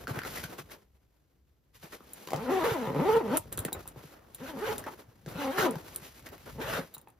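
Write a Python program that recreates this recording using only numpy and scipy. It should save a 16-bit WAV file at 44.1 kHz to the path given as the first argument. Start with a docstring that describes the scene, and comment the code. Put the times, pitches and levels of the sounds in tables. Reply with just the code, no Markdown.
"""Cloth rustles and knocks, then a coil zipper buzzes shut along a fabric backpack in short strokes.
Each tooth the slider joins drums the bag's panels and adds a burst of rasp, so the pitch follows the pull.
Metal pull tabs clink, hands tap and rub the cloth, and the bag bumps on the carpet.
A two-port microphone hears it all close up in a quiet room."""
import sys
import numpy as np
from scipy import signal
from scipy.fft import rfft, irfft, next_fast_len
from scipy.io import wavfile
from scipy.ndimage import uniform_filter1d, map_coordinates

SR = 44100
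rng = np.random.default_rng(int(sys.argv[2]) if len(sys.argv) > 2 else 0)


def inscribe(sig):
    """Save sig as 16-bit PCM at rate SR to the path in sys.argv[1].

    A 1-D sig is mono; a 2-D sig holds one channel per row.
    Samples are clipped to [-1, 1] before scaling.
    """
    pcm = np.round(np.clip(np.atleast_2d(sig).T, -1, 1) * 32767)
    wavfile.write(sys.argv[1], SR, pcm.astype(np.int16))


N = 317079

# how alike left and right are for close sounds; the top treble is mono: f/Hz, correlation/0-1
CLOSE_LIKENESS = [(60, 0.94), (300, 0.87), (700, 0.23), (1500, 0.5), (4000, 0.41), (8000, 0.99), (11000, 1),
                  (13500, 1)]
# how alike left and right are for the room: f/Hz, correlation/0-1
ROOM_LIKENESS = [(60, 0.88), (300, 0.49), (700, 0.33), (3000, 0.18), (8000, 0.3), (11000, 0.61),
                 (13500, 0.62)]


def amp(db):
    """Decibels to gain."""
    return 10 ** (np.asarray(db) / 20)


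def unit(x):
    """Scale to an rms of 1."""
    return x / np.sqrt(np.mean(x ** 2) + 1e-20)


def along(points, hz):
    """Read (f/Hz, value) points on a log frequency axis."""
    f, v = np.transpose(points)
    return np.interp(np.log(hz + 1), np.log(f + 1), v)


def curves(rows):
    """One automation curve for each column after the time."""
    times, *columns = np.transpose(rows)
    return [np.interp(np.arange(N) / SR, times, column) for column in columns]


def wobble(rate):
    """A smooth random curve, rate knots a second."""
    return map_coordinates(rng.standard_normal(int(N * rate / SR) + 4), [np.arange(N) * rate / SR])


def soft_noise(t, size):
    """Noise as long as t, averaged over size samples."""
    return uniform_filter1d(rng.standard_normal(len(t)), size=size)


def filtered(x, response):
    """Filter x by a complex response of frequency."""
    m = next_fast_len(N + SR // 2)
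    return irfft(rfft(x, m) * response(np.fft.rfftfreq(m, 1 / SR)), m)[..., :N]


def stereo_noise(spectrum, likeness, grain=1):
    """Stereo noise of rms 1, chopped by a grain envelope before it is coloured."""
    spread = lambda hz: np.arccos(np.clip(along(likeness, hz), -1, 1)) / 2
    shape = lambda hz: amp(along(spectrum, hz)) * [np.cos(spread(hz)), np.sin(spread(hz))]
    mid, side = filtered(grain * rng.standard_normal((2, N)), shape)
    return unit(np.array([mid + side, mid - side]))


def resonate(x, modes):
    """Play x through (f/Hz, width/Hz, level/dB) resonances of alternating polarity."""
    return filtered(x, lambda f: sum((-1) ** k * amp(db) * 1j * f * width / (hz**2 - f**2 + 1j * f * width)
                                     for k, (hz, width, db) in enumerate(modes)))


def patchy(x, depth_db):
    """Shift the colour of the cloth in random patches of time and pitch."""
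    bins = signal.stft(x, nperseg=1024, noverlap=768)[2]
    patches = uniform_filter1d(rng.standard_normal(bins.shape[-2:]), size=6, axis=0)
    patches = unit(uniform_filter1d(patches, size=6, axis=1))
    gain = amp(depth_db * patches - depth_db ** 2 * np.log(10) / 20)  # holds the mean power
    return signal.istft(bins * gain, nperseg=1024, noverlap=768)[1][..., :N]


def zipper():
    """Each tooth that the slider joins gives the bag panels one push and sheds one burst of rasp."""
    # slider moves, one list a stroke: t/s, rate/teeth per s, drumming level/dB
    strokes = [
        [(2.345, 151.3, -39), (2.387, 175.4, -36), (2.415, 213.9, -37.5), (2.445, 255.6, -40),
         (2.489, 283.2, -28), (2.519, 389.1, -27.5), (2.541, 394.6, -28), (2.569, 390.9, -27.5),
         (2.585, 370.4, -29.5), (2.611, 317.6, -28), (2.635, 363.6, -28.5), (2.657, 531.4, -28.5),
         (2.663, 539.7, -30.5), (2.691, 432.8, -34.5), (2.711, 440.7, -33), (2.733, 393.0, -38.5),
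         (2.759, 322.3, -30.5), (2.781, 259.1, -36), (2.841, 228.3, -34), (2.867, 195.7, -34),
         (2.891, 157.8, -30), (2.925, 106.3, -38.5)],
        [(2.935, 105.4, -28.5), (2.953, 130.1, -33), (2.973, 158.5, -26), (2.999, 181.4, -24),
         (3.015, 248.0, -26.5), (3.021, 271.4, -24.5), (3.043, 289.2, -30.5), (3.059, 373.6, -26),
         (3.067, 391.7, -26), (3.101, 425.2, -19.5), (3.131, 445.9, -24.5), (3.163, 453.1, -22),
         (3.181, 509.6, -24), (3.197, 452.8, -49), (3.203, 417.8, -30.5), (3.213, 342.6, -25.5),
         (3.225, 259.8, -38), (3.28, 176.5, -33)],
        [(3.29, 183, -29), (3.315, 230, -29), (3.331, 290, -30), (3.35, 305, -24.5), (3.375, 336, -34.5)],
        [(4.39, 172.7, -57), (4.41, 219.6, -46), (4.434, 279.6, -42), (4.458, 266.8, -50.5),
         (4.5, 323.9, -41.5), (4.526, 300.6, -46), (4.566, 194.4, -39), (4.595, 232.0, -46)],
        [(4.6, 303.4, -38), (4.606, 337.1, -42.5), (4.62, 400.8, -35), (4.642, 440.3, -30.5),
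         (4.66, 464.8, -42), (4.672, 572.9, -33.5), (4.69, 390.4, -32.5), (4.708, 432.1, -29.5),
         (4.72, 496.1, -38), (4.738, 427.0, -42), (4.76, 398.8, -48)],
        [(4.866, 400, -38), (4.875, 850, -36.5), (4.885, 900, -39.5), (4.893, 800, -61)],
        [(5.345, 157.6, -51), (5.369, 207.2, -44), (5.385, 286.1, -44), (5.391, 307.2, -37.5),
         (5.449, 257.8, -30), (5.475, 261.8, -32.5), (5.509, 269.3, -34), (5.529, 338.9, -44),
         (5.541, 373.0, -40), (5.57, 372.2, -35)],
        [(5.575, 347.9, -34), (5.593, 422.9, -25.5), (5.601, 447.4, -28), (5.609, 433.9, -36),
         (5.627, 394.8, -24.5), (5.655, 382.8, -24), (5.661, 370.4, -20), (5.669, 329.2, -21),
         (5.685, 246.0, -33), (5.717, 203.1, -34), (5.75, 145.4, -45)],
        [(6.54, 110.6, -58), (6.576, 166.1, -48), (6.59, 221.6, -36), (6.62, 396.8, -33.5), (6.64, 535.7, -57),
         (6.652, 608.6, -48), (6.7, 668.5, -34.5), (6.726, 638.6, -45), (6.77, 543.3, -34), (6.778, 470.1, -39),
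         (6.792, 301.4, -33), (6.812, 197.5, -48.5), (6.83, 157.7, -51), (6.85, 115.6, -54)],
    ]
    # how each stroke drags: unevenness/0-1, small panels' level/dB
    drags = [(.22, 0.5), (.16, -1.5), (.6, -3), (.3, -1.5), (.15, -1.5), (.6, 9), (.09, 2.5), (.4, -5),
             (.3, -4)]
    # rasp along each run of strokes: t/s, level/dB
    rasp_runs = [
        [(2.345, -50), (2.431, -47), (2.453, -45.5), (2.487, -48), (2.505, -39), (2.635, -40), (2.647, -32),
         (2.699, -35.5), (2.737, -35), (2.755, -42), (2.893, -46.5), (2.93, -51)],
        [(2.935, -51), (2.979, -45), (3.085, -42), (3.093, -41), (3.103, -39.5), (3.135, -36), (3.147, -41),
         (3.171, -38), (3.227, -56.5), (3.375, -35.5)],
        [(4.39, -55), (4.398, -53.5), (4.5, -43.5), (4.538, -59), (4.658, -40), (4.668, -37.5), (4.734, -39),
         (4.76, -68)],
        [(5.255, -56.5), (5.279, -42.5), (5.297, -55.5), (5.423, -37), (5.501, -43.5), (5.517, -40.5),
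         (5.535, -41.5), (5.571, -40.5), (5.585, -26.5), (5.659, -31), (5.695, -47), (5.75, -54)],
        [(6.548, -78), (6.598, -50), (6.618, -37.5), (6.654, -42), (6.704, -33.5), (6.714, -37), (6.736, -33.5),
         (6.792, -36.5), (6.808, -43.5), (6.85, -55)],
    ]
    # colour of the rasp: f/Hz, relative level/dB
    rasp_colour = [(200, -11), (600, 1), (1000, -3), (1400, 3), (1800, -2), (2300, -6.5), (2800, -7),
                   (3800, -9.5), (4800, -15.5), (6500, -16), (9000, -16), (13000, -17.5), (15500, -24),
                   (16200, -56.5)]
    # bag panel modes, the four of the large panels first: f/Hz, width/Hz, level/dB
    panels = [(154, 20, 1), (268.3, 44, -1.5), (435, 97, -2.5), (555, 117, -5), (910, 190, -2.5),
              (1013, 317, -7.5), (1247, 143, -6.5), (1270, 360, -14.5), (1960, 420, -18), (3160, 420, -33)]
    cruise_hz, catch_per_octave, snag = 300, .45, .6
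    moves = [(*row, *drag) for stroke, drag in zip(strokes, drags) for row in stroke]
    rate, drum_db, uneven, small_db = curves(moves)
    rasp_db, = curves([row for run in rasp_runs for row in run])
    # snags come and go; below cruising speed the teeth catch more unevenly
    octaves_slow = np.maximum(-np.log2(rate / cruise_hz), 0)
    uneven = np.clip(uneven * np.exp(snag * wobble(25)) + catch_per_octave * octaves_slow, 0, 1)
    t = np.arange(N) / SR
    moving = sum((t > stroke[0][0] - .006) & (t < stroke[-1][0] + .006) for stroke in strokes) > 0
    moving = uniform_filter1d(1. * moving, size=300)
    jitter = .12 * (.12 + uneven) * wobble(300) + .07 * uneven * wobble(90) + .02 * wobble(40)
    teeth = np.cumsum(rate * (1 + jitter)) / SR
    strength = amp(3 * uneven * rng.standard_normal(N // 40)[teeth.astype(int)])
    tooth_age = teeth % 1 / rate
    snap = np.exp(-tooth_age / .00022) * amp(2.2 * wobble(45))
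    grit = .3 * uneven * np.exp(-tooth_age / .002) * rng.standard_normal(N)
    pushes = moving * strength * (snap + grit)
    body = resonate(pushes, panels[:4]) + amp(small_db) * resonate(pushes, panels[4:])
    # level both layers so that the curves set their loudness at any tooth rate
    body_level = np.sqrt(np.abs(uniform_filter1d(body ** 2, size=2500))) + .0036
    drum = patchy(amp(drum_db) * moving * body / body_level, depth_db=1.5)
    bursts = np.sqrt(strength) * (.7 + np.exp(-tooth_age / .0006))
    bursts /= np.sqrt(np.abs(uniform_filter1d(bursts ** 2, size=1500)))
    rasp = patchy(stereo_noise(rasp_colour, CLOSE_LIKENESS, bursts), depth_db=2.5)
    return drum, amp(rasp_db) * moving * rasp


def taps():
    """A faint click, then 1.2 ms later a crack, a knock and a thump sinking as the panel wave spreads."""
    # dull taps on bottle, cloth and single teeth: t/s, level/dB, f/Hz, thump/dB re level, crack/dB
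    hits = [(0.07, -23.5, 1440, -35, -29.5), (0.078, -35.5, 1500, 1, -22), (0.189, -27.5, 1510, -32, -22),
            (0.216, -23, 1500, -24, -34), (0.234, -27.5, 1680, -25, -29), (0.249, -22, 1370, -15, -24),
            (0.371, -23.5, 1970, -21, -36), (0.438, -23.5, 1510, -28, -18.5), (0.587, -38, 1180, -3, -34),
            (0.697, -44, 1740, -29, -39), (2.005, -46, 1200, -0.5, -45), (2.273, -30.5, 1020, -10, -21),
            (2.286, -31, 1040, -21, -31), (2.305, -29, 694, -8, -20), (2.318, -28, 750, -10, -26),
            (2.332, -17, 705, -20, -19), (2.341, -22, 1040, -21, -30.5), (2.361, -34, 1000, -19, -21),
            (3.456, -59, 1190, 14, -62), (3.579, -26.5, 1340, -5, -20.5), (3.65, -34.5, 1760, 8, -22),
            (3.722, -27, 820, -9, -35), (3.748, -27, 720, -12, -45), (3.855, -27, 890, -25, -48),
            (3.869, -35, 845, -29, -40), (3.96, -43.5, 816, 3, -51), (4.038, -44.5, 950, 2, -38),
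            (4.839, -35, 1750, -20, -30.5), (4.85, -38, 1530, -22, -52), (4.8665, -36, 890, -15, -47),
            (5.278, -33, 1200, -5, -37), (5.261, -41.5, 1580, 4, -33), (5.755, -27.5, 880, -9, -29.5),
            (6.194, -59, 1600, -22, -36), (6.266, -39, 1820, -16, -31), (6.288, -53, 2500, -20, -30),
            (6.379, -43, 2140, -21, -34.5), (6.966, -40, 920, -11, -49), (7.072, -36, 870, -17, -49)]
    out, t = np.zeros(N + SR), np.arange(SR // 8) / SR
    for start, db, hz, thump_db, crack_db in hits:
        knock = amp(-60 * t / .012) * np.sin(2 * np.pi * hz * t) * (1 + 4 * soft_noise(t, 40))
        knock += amp(-17.5 - 60 * t / .019) * np.sin(2 * np.pi * 3 * hz * t)  # a higher shell mode
        rise_s = .0003 * amp(db - crack_db)  # the fainter the crack, the softer the attack
        knock *= 1 - np.exp(-t / rise_s)
        sinking_cycles = rng.uniform(120, 157) * t + 1.64 * (1 - np.exp(-t / .0034))
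        thump = amp(thump_db - 60 * t / .05) * np.sin(2 * np.pi * sinking_cycles)
        edge = soft_noise(t, 2)
        edge /= np.abs(edge[:20]).max()
        crack = amp(crack_db) * (amp(-60 * t / .0012) + .17 * amp(-60 * t / .013)) * edge
        out[round(start * SR):][:len(t)] += amp(-28) * crack  # faint click
        out[round((start + .0012) * SR):][:len(t)] += amp(db) * (knock + thump) + crack
    return out[:N]


def tab_clinks():
    """The metal pull tabs touch: a dry tick, a short rattle and a thin ring."""
    # tab contacts: t/s, level/dB, ring/dB re level
    touches = [(2.134, -36, -8), (3.3713, -14.5, -28), (3.3752, -40, -30), (3.379, -36, -22),
               (3.5256, -26.5, -17), (3.541, -53, -12), (3.5747, -26, -23), (3.59, -23, -19),
               (3.601, -29.5, -16), (3.6496, -22, -19), (3.7285, -30.5, 3), (3.876, -32, -22),
               (3.886, -37, -24), (4.347, -33, -6.5), (4.7806, -24.5, -20), (5.7088, -32.5, -25),
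               (5.947, -40, -30), (5.9603, -23.5, -30), (5.9769, -46, -25), (6.94, -46.5, 5),
               (6.947, -39, -2), (6.9805, -41.5, -10), (7.014, -55, -6), (7.084, -54, -10),
               (7.102, -55, -15)]
    # modes of a tab: f/Hz, level/dB, decay/share of t60_s
    tab_modes = [(3900, -8, 1.2), (7200, -7, 1), (7900, -14, .6), (9650, -2, 1.3), (11600, -12, .7),
                 (13200, -10, .8), (13800, -7, 1.1), (15100, -4, 1)]
    # resonances that colour the tick: f/Hz, width/Hz, level/dB
    tick_modes = [(3250, 960, -15.5), (7630, 1600, -4), (9400, 1430, 1.5), (13900, 1500, -9)]
    t60_s = .033
    rings, ticks, t = np.zeros(N + SR), np.zeros(N + SR), np.arange(SR // 5) / SR
    for start, db, ring_db in touches:
        ring = np.zeros(len(t))
        for hz, mode_db, share in tab_modes:
            decay = amp(mode_db + rng.normal(0, 3) - 60 * t / (t60_s * share))
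            ring += decay * np.sin(2 * np.pi * hz * (1 + rng.normal(0, .008)) * t)
        shake = 1 + 3.3 * soft_noise(t, 40)  # loose tabs ring unsteadily
        contact = amp(3 - 60 * t / .0027) + amp(-60 * t / (.39 * t60_s))
        rattle = .21 * amp(-60 * t / (2.7 * t60_s) + 5.2 * unit(soft_noise(t, 50)))
        attack = amp(db) * (1 - np.exp(-t / .0002))
        rings[round(start * SR):][:len(t)] += amp(ring_db) * ring * shake * attack
        ticks[round(start * SR):][:len(t)] += (contact + rattle) * rng.standard_normal(len(t)) * attack
    return rings[:N] + amp(4) * resonate(ticks[:N], tick_modes)


def cloth_rustle():
    """Hands rub the cloth in lumps and make it hiss in fine grains; scuffs swell quickly and fade."""
    # hands on the cloth: t/s, rub level/dB, hiss level/dB
    handling = [(0.0, -52, -53), (0.136, -52, -71), (0.27, -55, -44.5), (0.4, -57, -50), (0.53, -50.5, -58),
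                (0.632, -60.5, -63), (0.768, -57, -65.5), (0.86, -76.5, -79), (1.726, -79.5, -83.5),
                (1.83, -73, -53.5), (2.01, -64, -66.5), (2.176, -53, -52.5), (2.33, -55, -56.5),
                (3.4, -60, -59.5), (3.47, -60, -63.5), (3.614, -48, -79), (3.834, -55.5, -57),
                (4.142, -61.5, -90), (4.38, -60, -58), (4.77, -42.5, -50), (4.82, -46, -57),
                (5.0, -54, -58.5), (5.058, -63, -72.5), (5.24, -67, -69), (5.29, -46, -48), (5.4, -58, -76),
                (5.76, -50.5, -56), (6.066, -57.5, -55), (6.2, -66, -63), (6.318, -49, -61),
                (6.53, -76, -58.5), (6.86, -63.5, -60.5), (7.014, -66.5, -76.5), (7.19, -69, -82)]
    # short scuffs: t/s, drive/dB, hiss/dB re drive, length/s
    scuffs = [(0.076, -33, -7.5, 0.072), (0.13, -36.5, -20, 0.17), (0.232, -38, -12, 0.094),
              (0.352, -39.5, -2.5, 0.05), (0.43, -49.5, 6, 0.038), (0.58, -37.5, -4, 0.034),
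              (0.704, -46.5, 1, 0.042), (1.733, -76.5, 20.5, 0.088), (1.824, -42.5, -28, 0.059),
              (1.917, -44.5, -7, 0.063), (3.519, -35.5, -5, 0.03), (3.679, -28.5, -24, 0.019),
              (3.743, -30.5, -41, 0.037), (3.87, -48, -13, 0.078), (3.955, -45.5, -5, 0.078),
              (4.022, -48, 2.5, 0.091), (4.138, -50, -11, 0.092), (4.862, -28.5, -15, 0.033),
              (5.875, -44, -4, 0.048), (5.947, -41, -28, 0.059), (6.01, -56.5, 7.5, 0.11),
              (6.258, -43, -2, 0.024), (6.458, -38.5, -17, 0.047), (6.929, -47, -13, 0.06)]
    # colours of rub, scuff and hiss: f/Hz, relative level/dB
    rub_colour = [(80, -22), (200, 2.5), (450, 3), (900, -3.5), (1500, -8), (2500, -18.5), (5000, -27)]
    scuff_colour = [(80, -28), (200, 1.5), (450, 5), (900, -1), (1500, -2), (2500, -12.5), (5000, -29)]
    hiss_colour = [(800, 4), (2000, 6.5), (4000, 3), (7000, 1), (9000, 2.5), (12600, 0), (15400, -5),
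                   (16200, -47.5)]
    rub, hiss = amp(curves(handling))
    scuff, fizz, t = np.zeros(N + SR), np.zeros(N + SR), np.arange(SR // 2) / SR
    for start, db, hiss_db, length in scuffs:
        age = 3 * t / length
        swell = amp(db) * age * np.exp(-age)
        scuff[round(start * SR):][:len(t)] += swell
        fizz[round(start * SR):][:len(t)] += amp(hiss_db) * swell
    lumps = amp(2.84 * wobble(30) + 1.6 * wobble(150))
    grains = lumps ** .91 * amp(1.05 * wobble(900))
    return (rub * stereo_noise(rub_colour, CLOSE_LIKENESS, lumps)
            + scuff[:N] * stereo_noise(scuff_colour, CLOSE_LIKENESS, lumps)
            + (hiss + fizz[:N]) * stereo_noise(hiss_colour, CLOSE_LIKENESS, grains))


def bag_thuds():
    """The bag bumps softly on the carpet and rumbles as it shifts."""
    # bumps at their peaks: t/s, level/dB, f/Hz
    bumps = [(.114, -25, 124), (0.134, -37, 150), (.177, -30, 132), (0.257, -43, 140), (.292, -42, 130),
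             (0.387, -40, 158), (.451, -34.5, 149), (.602, -41.5, 145), (.774, -53, 70), (1.843, -43, 161),
             (2.349, -29, 137), (2.721, -26.5, 126), (2.887, -28, 148), (2.988, -38, 149), (3.3, -34, 149),
             (3.4, -37, 102), (3.477, -51, 143), (3.6, -27, 99), (3.661, -34, 150), (3.775, -37, 86),
             (3.978, -38.5, 127), (4.054, -44.5, 148), (4.409, -38, 162), (4.786, -41, 75),
             (5.09, -45.5, 114), (5.278, -30.5, 151), (5.36, -30, 170), (5.767, -28.5, 160),
             (6.027, -42, 155), (6.304, -43, 90), (6.796, -30, 167), (6.979, -48, 137)]
    # rumble of the shifting bag: t/s, level/dB
    shifting = [(0.0, -55.5), (0.34, -51.5), (0.94, -71.5), (1.66, -75), (1.94, -64), (2.3, -72),
                (2.44, -54), (2.94, -48.5), (3.87, -55.5), (4.14, -62.5), (4.35, -61.5), (4.73, -51.5),
                (5.1, -65.5), (5.31, -55.5), (5.47, -58), (5.63, -57), (6.31, -61.5), (6.71, -44),
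                (6.87, -65), (7.19, -69.5)]
    # colour of the rumble: f/Hz, relative level/dB
    rumble_colour = [(25, -44), (45, 1), (70, -1), (150, -2.5), (250, -17), (500, -48.5)]
    rise_s, fall_s, lead_s = .0035, .0079, .05
    rumble = amp(curves(shifting)[0] + 2.2 * wobble(9.2))
    thuds, t = np.zeros(N + SR), np.arange(SR // 2) / SR - lead_s
    swell = np.exp(np.minimum(t / rise_s, -t / fall_s))
    for peak, db, hz in bumps:
        tone = np.sin(2 * np.pi * (hz * t + rng.uniform()))
        thuds[round((peak - lead_s) * SR):][:len(t)] += amp(db) * swell * tone
    return thuds[:N] + rumble * stereo_noise(rumble_colour, CLOSE_LIKENESS, amp(2.2 * wobble(25)))


def room_reverb(send):
    """The carpeted room's short tail: each frequency dies at its own speed, the bass is near mono."""
    # decay of the room: f/Hz, t60/s
    decay_times = [(150, 0.067), (1000, 0.17), (5000, 0.15), (10000, 0.05), (14000, 0.091)]
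    hz, t, noise = signal.stft(rng.standard_normal((2, SR // 3)), SR, nperseg=256)
    spread = np.arccos(np.clip(along(ROOM_LIKENESS, hz), -1, 1))[:, None] / 2
    stereo = np.cos(spread) * noise[0] + np.sin(spread) * noise[1] * [[[1]], [[-1]]]
    tail = signal.istft(stereo * amp(-60 * t / along(decay_times, hz)[:, None]), SR, nperseg=256)[1]
    predelayed = np.pad(send, (130, 0))[None]
    return signal.fftconvolve(predelayed, tail / np.linalg.norm(tail[0]), axes=1)[:, :N]


def room_tone():
    """A faint, steady low rumble with a trace of hiss."""
    # colour of the quiet room: f/Hz, relative level/dB
    colour = [(15, -29), (25, -11), (65, 6.5), (172, -25), (280, -12), (1150, -34), (7300, -38.5),
              (7920, -37), (8600, -48), (12600, -34.5), (16500, -45)]
    return amp(-69) * stereo_noise(colour, ROOM_LIKENESS)


def scene():
    """Mix the close sounds over the room tone; drumming, taps and clinks feed the reverb."""
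    drum, rasp = zipper()
    knocks, metal = taps(), tab_clinks()
    reverb = room_reverb(amp(-5.5) * drum + amp(-4.5) * knocks + amp(-11.5) * metal)
    return drum + rasp + knocks + metal + bag_thuds() + cloth_rustle() + reverb + room_tone()


def record(dry):
    """The treble reaches the two ports out of step; the deepest bass and the very top roll off."""
    # phase lead of the left port: f/Hz, lead/rad
    left_lead = [(2000, 0), (4500, -.2), (6500, -1.5), (8500, -3.14), (10500, -4.5), (12500, -6.2),
                 (16500, -6.3)]
    # how much louder the left port is: f/Hz, level/dB
    left_lean = [(60, 0.5), (150, 2), (380, 1.5), (950, -0.5), (2380, 1.5), (5980, 1.5), (15000, -1)]
    low_cut_hz, top_hz = 34, 16700
    sides = np.array([[1], [-1]])

    def response(hz):
        ports = np.exp(.5j * along(left_lead, hz) * sides) * amp(along(left_lean, hz) / 2 * sides)
        low_cut = hz ** 3 / (hz ** 3 + low_cut_hz ** 3)
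        high_cut = np.clip((top_hz - hz) / 1500, 0, 1) ** 2
        return ports * low_cut * high_cut
    return filtered(dry, response)


dry = scene()
out = record(dry)
inscribe(out)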